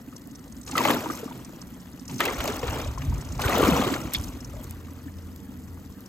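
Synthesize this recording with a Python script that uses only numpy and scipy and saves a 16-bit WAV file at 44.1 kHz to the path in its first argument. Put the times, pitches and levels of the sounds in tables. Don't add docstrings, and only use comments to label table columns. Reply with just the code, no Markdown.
import sys
import numpy as np
from scipy import signal
from scipy.io import wavfile
from scipy.ndimage import uniform_filter1d

SR = 44100
rng = np.random.default_rng(int(sys.argv[2]) if len(sys.argv) > 2 else 0)


def master(y):
    cut = np.clip(np.atleast_2d(y).T, -1, 1)
    pcm = np.round(cut * 32767)
    wavfile.write(sys.argv[1], SR, pcm.astype(np.int16))


N = 268128
FOAM, SPRAY, BOOM = range(3)


def amp(db):
    return 10 ** (np.asarray(db) / 20)


def unit_rms(x):
    return x / np.sqrt(np.mean(x ** 2) + 1e-20)


def at_hz(points, hz):
    f, value = np.transpose(points)
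    return np.interp(np.log(hz + 1), np.log(f + 1), value)


def blur(grid, rows, columns):
    return uniform_filter1d(uniform_filter1d(grid, rows, axis=0), columns, axis=1)


def add(mix, s, sound):
    part = mix[round(s * SR):][:len(sound)]
    part += sound[:len(part)]


def restless_noise(spectrum, size, patchy_db, flicker_db):
    frames, hz = 4 * N // size + 5, np.fft.rfftfreq(size, 1 / SR)
    re, im, patches = rng.standard_normal((frames, len(hz), 3)).T
    patches = unit_rms(blur(patches, 5, 6))
    flicker = unit_rms(uniform_filter1d(rng.standard_normal(frames), size=4))
    gain = amp(at_hz(spectrum, hz)[:, None] + patchy_db * patches + flicker_db * flicker)
    return unit_rms(signal.istft((re + 1j * im) * gain, nperseg=size, noverlap=3 * size // 4)[1][:N])


def ring(hz, t60, rise_s, glide=0.0):
    t = np.arange(round(t60 * SR) + 2) / SR
    shape = (1 - np.exp(-t / rise_s)) * amp(-60 * t / t60)
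    return shape / shape.max() * np.sin(2 * np.pi * hz * (t + glide * t ** 2 / t60))


def puff(white, low_hz, high_hz, t60, rise_s):
    band = signal.sosfilt(signal.butter(2, [low_hz, high_hz], "bandpass", fs=SR, output="sos"), white)
    t = np.arange(len(white)) / SR
    return unit_rms(band) * (1 - np.exp(-t / rise_s)) * amp(-60 * t / t60)


def bubbles(spectrum, low_hz, high_hz, per_s, cycles, spread_db, sizes):
    strength = amp(spread_db * np.minimum(rng.exponential(1, N), 5))
    births = strength * (rng.random(N) < per_s / SR)
    size, out = rng.integers(0, sizes, N), np.zeros(N)
    for k, hz in enumerate(np.geomspace(low_hz, high_hz, sizes)):
        grain = ring(hz, cycles / hz, rise_s=1 / hz, glide=0.1)
        grain *= amp(at_hz(spectrum, hz)) * np.sqrt(hz) / np.linalg.norm(grain)
        out += signal.oaconvolve(births * (size == k), grain)[:N]
    return unit_rms(out)


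def calm():
    # frequency in Hz, relative level in dB.
    spectrum = [(40, -5.5), (80, -4.5), (150, -1), (260, -4), (400, -11), (700, -20), (1200, -21),
                (2000, -20.5), (3000, -91), (4500, -37), (6300, -58), (9000, -34), (12500, -31.5),
                (15500, -33)]
    return amp(-49) * restless_noise(spectrum, size=1024, patchy_db=1.7, flicker_db=1.2)


def hums():
    # start and end in seconds, pitch in Hz, first and last rms level in dB.
    tones = [(4.6, 6.0, 84.2, -41, -48.5), (1.2, 2.5, 180, -54, -48), (5.0, 6.2, 194, -51.5, -50.5),
             (5.4, 5.6, 220, -55.5, -51), (4.5, 5.7, 250, -59.5, -53.5), (4.6, 7.3, 460, -64, -64)]
    t, out = np.arange(N) / SR, np.zeros(N)
    for start, end, hz, *db in tones:
        waver = unit_rms(uniform_filter1d(uniform_filter1d(rng.standard_normal(N), 1200), 1200))
        fade = np.clip(np.minimum(t - start, end - t) / 0.11, 0, 1)
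        level = amp(np.interp(t, [start, end], db) + 2.5 * waver)
        phase = 2 * np.pi * hz * t + 0.15 * np.roll(waver, N // 2)
        out += np.sqrt(2) * level * fade * np.sin(phase)
    return out


def blade_passes():
    # time in seconds, blade passes so far.
    progress = [(.013, 0), (.354, 7), (.607, 13), (.689, 16), (.988, 29), (1.249, 38), (1.447, 42),
                (1.673, 46), (2.053, 52), (2.141, 55), (2.454, 69), (2.566, 74), (2.64, 77), (2.873, 85),
                (3.052, 90), (3.177, 93), (3.323, 97), (3.404, 100), (3.944, 127), (4.197, 135),
                (4.54, 143), (6.058, 172)]
    s, done = np.transpose(progress)
    return np.interp(np.arange(done[-1]), done, s)


def thrum():
    # start in seconds, peak level in dB.
    loud_knocks = [(0.076, -34), (0.121, -41), (0.269, -37.5), (0.314, -34.5), (2.017, -33.5),
                   (4.365, -39.5), (4.414, -31), (5.06, -33)]
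    wall_hz, lag_s, jitter_s = 261, 0.0061, 0.00418
    passes, out = blade_passes(), np.zeros(N)
    late, strength = rng.standard_normal((len(passes), 2)).T
    starts = (passes + lag_s + jitter_s * late).clip(0)
    knocks = list(zip(starts, -41 + 3 * strength)) + loud_knocks
    for (s, db), bend in zip(knocks, rng.standard_normal(len(knocks))):
        add(out, s, amp(db) * ring(wall_hz * (1 + 0.035 * bend), t60=0.0775, rise_s=0.006))
    return out


def ticks():
    # pitch in Hz, relative level in dB, seconds to fall 60 dB.
    modes = [(5300, -15.5, 0.015), (5665, -0.5, 0.011), (6344, 2, 0.0073), (6890, -4, 0.012),
             (7480, -2, 0.0049), (8160, 0, 0.006)]
    # time in seconds, typical peak level in dB.
    loudness = [(0, -49), (.55, -43), (.7, -31), (1.2, -41), (1.4, -44), (1.9, -42), (2.09, -30.5),
                (2.6, -33.5), (3.05, -38.5), (3.35, -33.5), (3.9, -33.5), (4.2, -39), (4.55, -47),
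                (6.08, -56)]
    # start in seconds, peak level in dB.
    loud_ticks = [(0.163, -32), (0.3543, -35), (0.522, -37), (1.1187, -32), (1.15, -28.5), (1.4467, -33),
                  (1.615, -33.5), (3.209, -33), (4.237, -28.5), (4.404, -35.5), (4.4445, -31), (6.058, -39)]
    scrape_s, jitter_s, spread_db = 0.0022, 0.0024, 2.5
    passes, out = blade_passes(), np.zeros(N)
    late, strength = rng.standard_normal((len(passes), 2)).T
    levels = np.interp(passes, *np.transpose(loudness)) + spread_db * strength
    starts = (passes + jitter_s * late).clip(0)
    for s, db in list(zip(starts, levels)) + loud_ticks:
        weights, bends, white = np.split(rng.standard_normal(600), [10, 20])
        age = np.arange(len(white)) / (scrape_s * SR)
        scrape = white * age * np.exp(-age)
        metal = np.zeros(2000)
        for (hz, mode_db, t60), weight, bend in zip(modes, weights, bends):
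            mode = ring(hz * (1 + 0.012 * bend), t60, rise_s=0.000085)
            add(metal, 0, amp(mode_db + 1.8 * weight) * mode)
        tick = signal.oaconvolve(scrape, metal)
        add(out, s, amp(db) * tick / abs(tick).max())
    return out


def surge_gain(voice, lag_s=0):
    # start, swell and hold in seconds, foam, spray and boom base in dB.
    surges = [(0.668, 0.0062, 0.1, -39, -57.5, -33.5), (0.755, 0.099, 0.051, -22.5, -46.5, -30),
              (1.072, 0.015, 0.1, -40.5, -55.5, -37.5), (2.079, 0.014, 0.0081, -42, -61, -32.5),
              (2.193, 0.02, 0.061, -25.5, -66, -52), (2.376, 0.087, 0.023, -27, -56, -34.5),
              (2.611, 0.074, 0.091, -29.5, -69, -40), (2.987, 0.034, 0.68, -41, -73, -40),
              (3.39, .01, 0.043, -30, -50.5, -49), (3.434, 0.026, 0.046, -25, -55, -35.5),
              (3.495, 0.12, 0.067, -22, -49.5, -25), (3.669, 0.066, 0.13, -25, -61, -28),
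              (4.124, 0.0045, .005, -45, -49, -38), (4.544, 0.064, 0.037, -46, -63.5, -55)]
    ripple_db, fall_db_per_s = (-54.5, -66.5, -49.5)[voice], (86.5, 106, 72)[voice]
    t, power = np.arange(N) / SR - lag_s, amp(2 * ripple_db)
    for start, swell, hold, *base_db in surges:
        breakout = np.clip((t - start) / 0.005, 0, 1)
        swollen = np.clip((t - start) / max(swell, 1e-3), 0, 1)
        level = amp(base_db[voice] - 6.5 * (1.5 - swollen))
        after_s = np.maximum(t - start - swell - hold, 0)
        fall = amp(-fall_db_per_s * after_s) + amp(-15 - 12.5 * after_s)
        power = power + (breakout * level * fall) ** 2
    return np.sqrt(power)


def slosh():
    # frequency in Hz, relative level in dB.
    rumble_spectrum = [(20, -47), (35, -19), (55, -3.5), (85, -13), (130, -13), (220, -40), (400, -102)]
    boom_spectrum = [(70, -56), (100, 35), (135, -1), (250, 9.5), (330, 1.5), (500, -29.5)]
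    # time in seconds, rumble level in dB.
    heave = [(0, -68), (.45, -51), (.7, -47), (.93, -52), (1.2, -52), (2.0, -50.5), (2.5, -38),
             (2.73, -33.5), (2.95, -33), (3.13, -23), (3.25, -40.5), (3.33, -28.5), (3.53, -38),
             (3.63, -31.5), (3.9, -40), (4.2, -39), (4.32, -41.5), (4.56, -37.5), (4.96, -49), (6.07, -49)]
    level = amp(np.interp(np.arange(N) / SR, *np.transpose(heave)))
    rumble = restless_noise(rumble_spectrum, size=2048, patchy_db=2.0, flicker_db=1.5)
    boom = restless_noise(boom_spectrum, size=1024, patchy_db=1.0, flicker_db=3.0)
    return level * rumble + surge_gain(BOOM, lag_s=0.032) * boom


def spray():
    # frequency in Hz, relative level in dB.
    spectrum = [(1500, -12), (3000, 7.5), (6000, 3.5), (9000, 8), (12500, 9), (15500, -37)]
    level = surge_gain(SPRAY)
    hiss = amp(4.0) * restless_noise(spectrum, size=128, patchy_db=-1.5, flicker_db=5.5)
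    crackle = bubbles(spectrum, 2760, 15100, per_s=1600, cycles=9.9, spread_db=4.6, sizes=12)
    return level * (hiss + (level / amp(-76.5)) ** 0.44 * crackle)


def plunge():
    start_s, length_s, first_hz, last_hz, width_hz = 3.5, 0.14, 557.5, 273, 74
    t, out = np.arange(0, length_s, 1 / SR), np.zeros(N)
    re, im = rng.standard_normal((N // 10, 2))[:len(t)].T
    pole = np.exp(-np.pi * width_hz / SR)
    shake = signal.lfilter([1 - pole], [1, -pole], re + 1j * im)
    turns = np.cumsum(first_hz * (last_hz / first_hz) ** (t / length_s)) / SR
    cavity = unit_rms((shake * np.exp(2j * np.pi * turns)).real)
    add(out, start_s, amp(-38) * np.sin(np.pi * t / length_s) ** 0.44 * cavity)
    return out


def splashes():
    # start in seconds, level in dB, centre of the slap's band in Hz.
    slaps = [(0.676, -33.5, 4760), (0.7193, -33.5, 2780), (0.7785, -21, 3500), (0.837, -28.5, 3650),
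             (0.851, -18.5, 1980), (0.9025, -17, 1710), (2.0957, -36, 4230), (2.191, -33, 3800),
             (2.204, -16, 1950), (2.2515, -24, 2140), (2.4041, -24, 2000), (2.476, -27.5, 3620),
             (2.6312, -31.5, 2060), (2.679, -29, 2484), (3.018, -35, 1900), (3.394, -25.5, 1050),
             (3.4189, -25.5, 3580), (3.4806, -24.5, 2270), (3.6504, -37, 2300), (3.8393, -31, 2880),
             (3.9393, -24.5, 2610), (4.121, -38, 2200), (4.137, -30, 3460), (4.148, -28.5, 2830),
             (5.185, -48.5, 4500)]
    # start in seconds, level in dB.
    droplets = [(0.2733, -36), (0.7698, -22), (0.7811, -14.5), (0.8525, -21), (0.9009, -26), (1.1982, -35),
                (2.191, -31), (2.2053, -16), (2.254, -14), (2.3845, -28), (2.4073, -22), (2.441, -20),
                (2.4564, -24), (2.4768, -20.5), (2.5671, -24), (2.6993, -27), (2.7245, -30), (2.7447, -31),
                (3.4188, -21), (3.582, -14), (3.6214, -31), (3.6795, -22), (4.136, -12.5), (4.1404, -15),
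                (4.6423, -30), (4.6734, -44), (4.7092, -26), (5.361, -32), (6.007, -36)]
    out = np.zeros(N)
    for s, db, hz in slaps:
        white = rng.standard_normal(3000)
        add(out, s, amp(db) * puff(white, 0.5 * hz, 1.56 * hz, t60=0.047, rise_s=0.00052))
    for s, db in droplets:
        white = rng.standard_normal(1000)
        add(out, s, amp(db) * puff(white, 5500, 17000, t60=0.006, rise_s=0.0001))
    return out


def thuds():
    # start in seconds, peak level in dB, pitch in Hz.
    lumps = [(1.064, -24, 296), (1.102, -25.5, 300), (1.258, -27.5, 280), (2.684, -22, 91),
             (2.872, -22, 69), (3.071, -26, 48), (3.082, -17.5, 65.4), (3.3, -24, 71), (3.454, -15.5, 80),
             (3.686, -11, 256), (3.719, -19, 165), (3.796, -16, 248), (3.629, -15, 324), (3.639, -21, 75),
             (3.868, -17, 364), (4.167, -25, 63), (4.197, -23, 75)]
    out = np.zeros(N)
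    for s, db, hz in lumps:
        add(out, s, amp(db) * ring(hz, t60=0.04 + 0.52 / hz, rise_s=0.81 / hz, glide=0.028))
    return out


def pops():
    # start in seconds, peak level in dB, pitch in Hz.
    collapses = [(0.8535, -11.5, 950), (0.8568, -9.5, 814), (0.9035, -8.5, 870), (3.5733, -11.5, 587),
                 (3.6063, -9.5, 506), (3.651, -19, 900), (3.8243, -14.5, 690)]
    out = np.zeros(N)
    for s, db, hz in collapses:
        add(out, s, amp(db) * ring(hz, t60=4.5 / hz, rise_s=1 / hz))
    return out


def gulps():
    # start in seconds, peak level of the large bubble in dB, its pitch in Hz.
    pockets = [(0.127, -41.5, 1220), (0.695, -37, 1190), (0.731, -32.5, 820), (0.754, -17, 1246),
               (0.774, -17, 1260), (0.779, -16.5, 1930), (0.787, -21, 1107), (0.805, -16, 960),
               (0.915, -25, 1110), (1.059, -23.5, 917), (1.1, -20.5, 1190), (1.23, -27.5, 433),
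               (1.278, -36.5, 1170), (1.311, -32.5, 910), (2.205, -19.5, 1225), (2.202, -22, 920),
               (2.21, -21, 1800), (2.224, -25, 1280), (2.257, -20, 2590), (2.27, -24, 468),
               (2.283, -20.5, 1990), (2.294, -28, 1150), (2.308, -28, 1060), (2.362, -34, 2200),
               (2.403, -29, 1170), (2.444, -25.5, 550), (2.476, -22.5, 615), (2.49, -24.5, 407),
               (2.631, -22, 464), (2.728, -30, 876), (2.841, -35, 3670), (2.86, -32, 590),
               (2.976, -29, 1021), (3.124, -34.5, 925), (3.393, -21.5, 1044), (3.441, -20.5, 1460),
               (3.496, -19.5, 1155), (3.525, -19.5, 1950), (3.535, -22, 690), (3.586, -18.5, 470),
               (3.628, -17, 1120), (3.763, -25, 970), (3.844, -27, 524), (3.961, -24.5, 1360),
               (4.146, -25.5, 2150), (4.148, -16, 3470), (4.156, -22.5, 3230), (4.538, -38, 563),
               (4.566, -38, 593), (4.59, -40.5, 584), (4.883, -45, 1160), (5.082, -44, 1730)]
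    out = np.zeros(N)
    for (s, db, hz), (higher, late) in zip(pockets, rng.random((len(pockets), 2))):
        bubble = ring(hz, t60=0.023 + 14 / hz, rise_s=0.72 / hz, glide=0.085)
        froth = puff(rng.standard_normal(2500), 0.49 * hz, 1.6 * hz, t60=0.048, rise_s=0.00084)
        shed = ring(hz * (1.17 + 0.47 * higher), t60=0.022, rise_s=0.002, glide=0.12)
        add(out, s, amp(db) * bubble)
        add(out, s, amp(db - 12) * froth)
        add(out, s + 0.0097 * late, amp(db - 12) * shed)
    return out


def churn():
    # frequency in Hz, relative level in dB.
    spectrum = [(150, -3.5), (330, -0.5), (450, 0.5), (750, -4), (1250, -3), (1650, -11.5), (2100, -10.5),
                (3000, -11.5), (4200, -18), (6500, -14.5), (12500, -21.5)]
    level = surge_gain(FOAM)
    roar = amp(-5.0) * restless_noise(spectrum, size=256, patchy_db=4.0, flicker_db=3.0)
    crowd = bubbles(spectrum, 302.5, 4160, per_s=3000, cycles=21.6, spread_db=2.8, sizes=26)
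    foam = level * (roar + (level / amp(-20.0)) ** 0.38 * crowd)
    return signal.sosfilt(signal.butter(4, 200, "highpass", fs=SR, output="sos"), foam)


def scene():
    tub = calm() + thrum() + hums() + ticks() + slosh() + churn() + spray()
    tub += gulps() + pops() + thuds() + plunge() + splashes()
    return np.array([tub, tub])


def record(dry):
    # frequency in Hz, likeness from 0 to 1.
    likeness = [(60, .95), (200, .9), (1200, .85), (1700, .3), (2100, .8), (3200, .75), (5200, .35),
                (6000, .4), (6600, .95), (7600, .6), (8800, .7), (9500, 1), (10700, 1), (11500, .7),
                (12600, 1), (14200, 1), (15200, .5)]
    # frequency in Hz, the right port's lead in radians.
    right_lead = [(100, 0), (400, .3), (800, -.6), (2000, -.7), (3500, -1.9), (5800, 1.5), (6200, 0),
                  (7000, 0), (9400, np.pi), (10800, np.pi), (12400, 2 * np.pi), (14300, 2 * np.pi),
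                  (15500, 3 * np.pi)]
    # frequency in Hz, the left port's level over the right in dB.
    left_excess = [(350, 0), (600, 4), (2000, 0.7), (4500, 1.5), (8000, 0.96)]
    hz, _, spectra = signal.stft(dry, SR, nperseg=512, noverlap=384)
    re, im = rng.standard_normal(spectra.shape[:0:-1] + (2,)).T
    scatter = blur(re, 3, 5) + 1j * blur(im, 3, 5)
    scatter = scatter / np.sqrt(np.mean(abs(scatter) ** 2))
    alike = np.clip(at_hz(likeness, hz), 0, 1)[:, None]
    side = np.array([-1, 1])[:, None, None]
    paths = np.sqrt((1 + alike) / 2) + side * np.sqrt((1 - alike) / 2) * scatter
    phase = np.exp(0.5j * side * at_hz(right_lead, hz)[:, None])
    balance = amp(-side * at_hz(left_excess, hz)[:, None] / 2)
    ports = signal.istft(spectra * paths * phase * balance, SR, nperseg=512, noverlap=384)[1][:, :N]
    low_cut = signal.butter(3, 38, "highpass", fs=SR, output="sos")
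    high_cut = signal.firwin(511, 16000, window=("kaiser", 9), fs=SR)
    return signal.oaconvolve(signal.sosfilt(low_cut, ports), high_cut[None], "same")


dry = scene()
out = record(dry)
master(out)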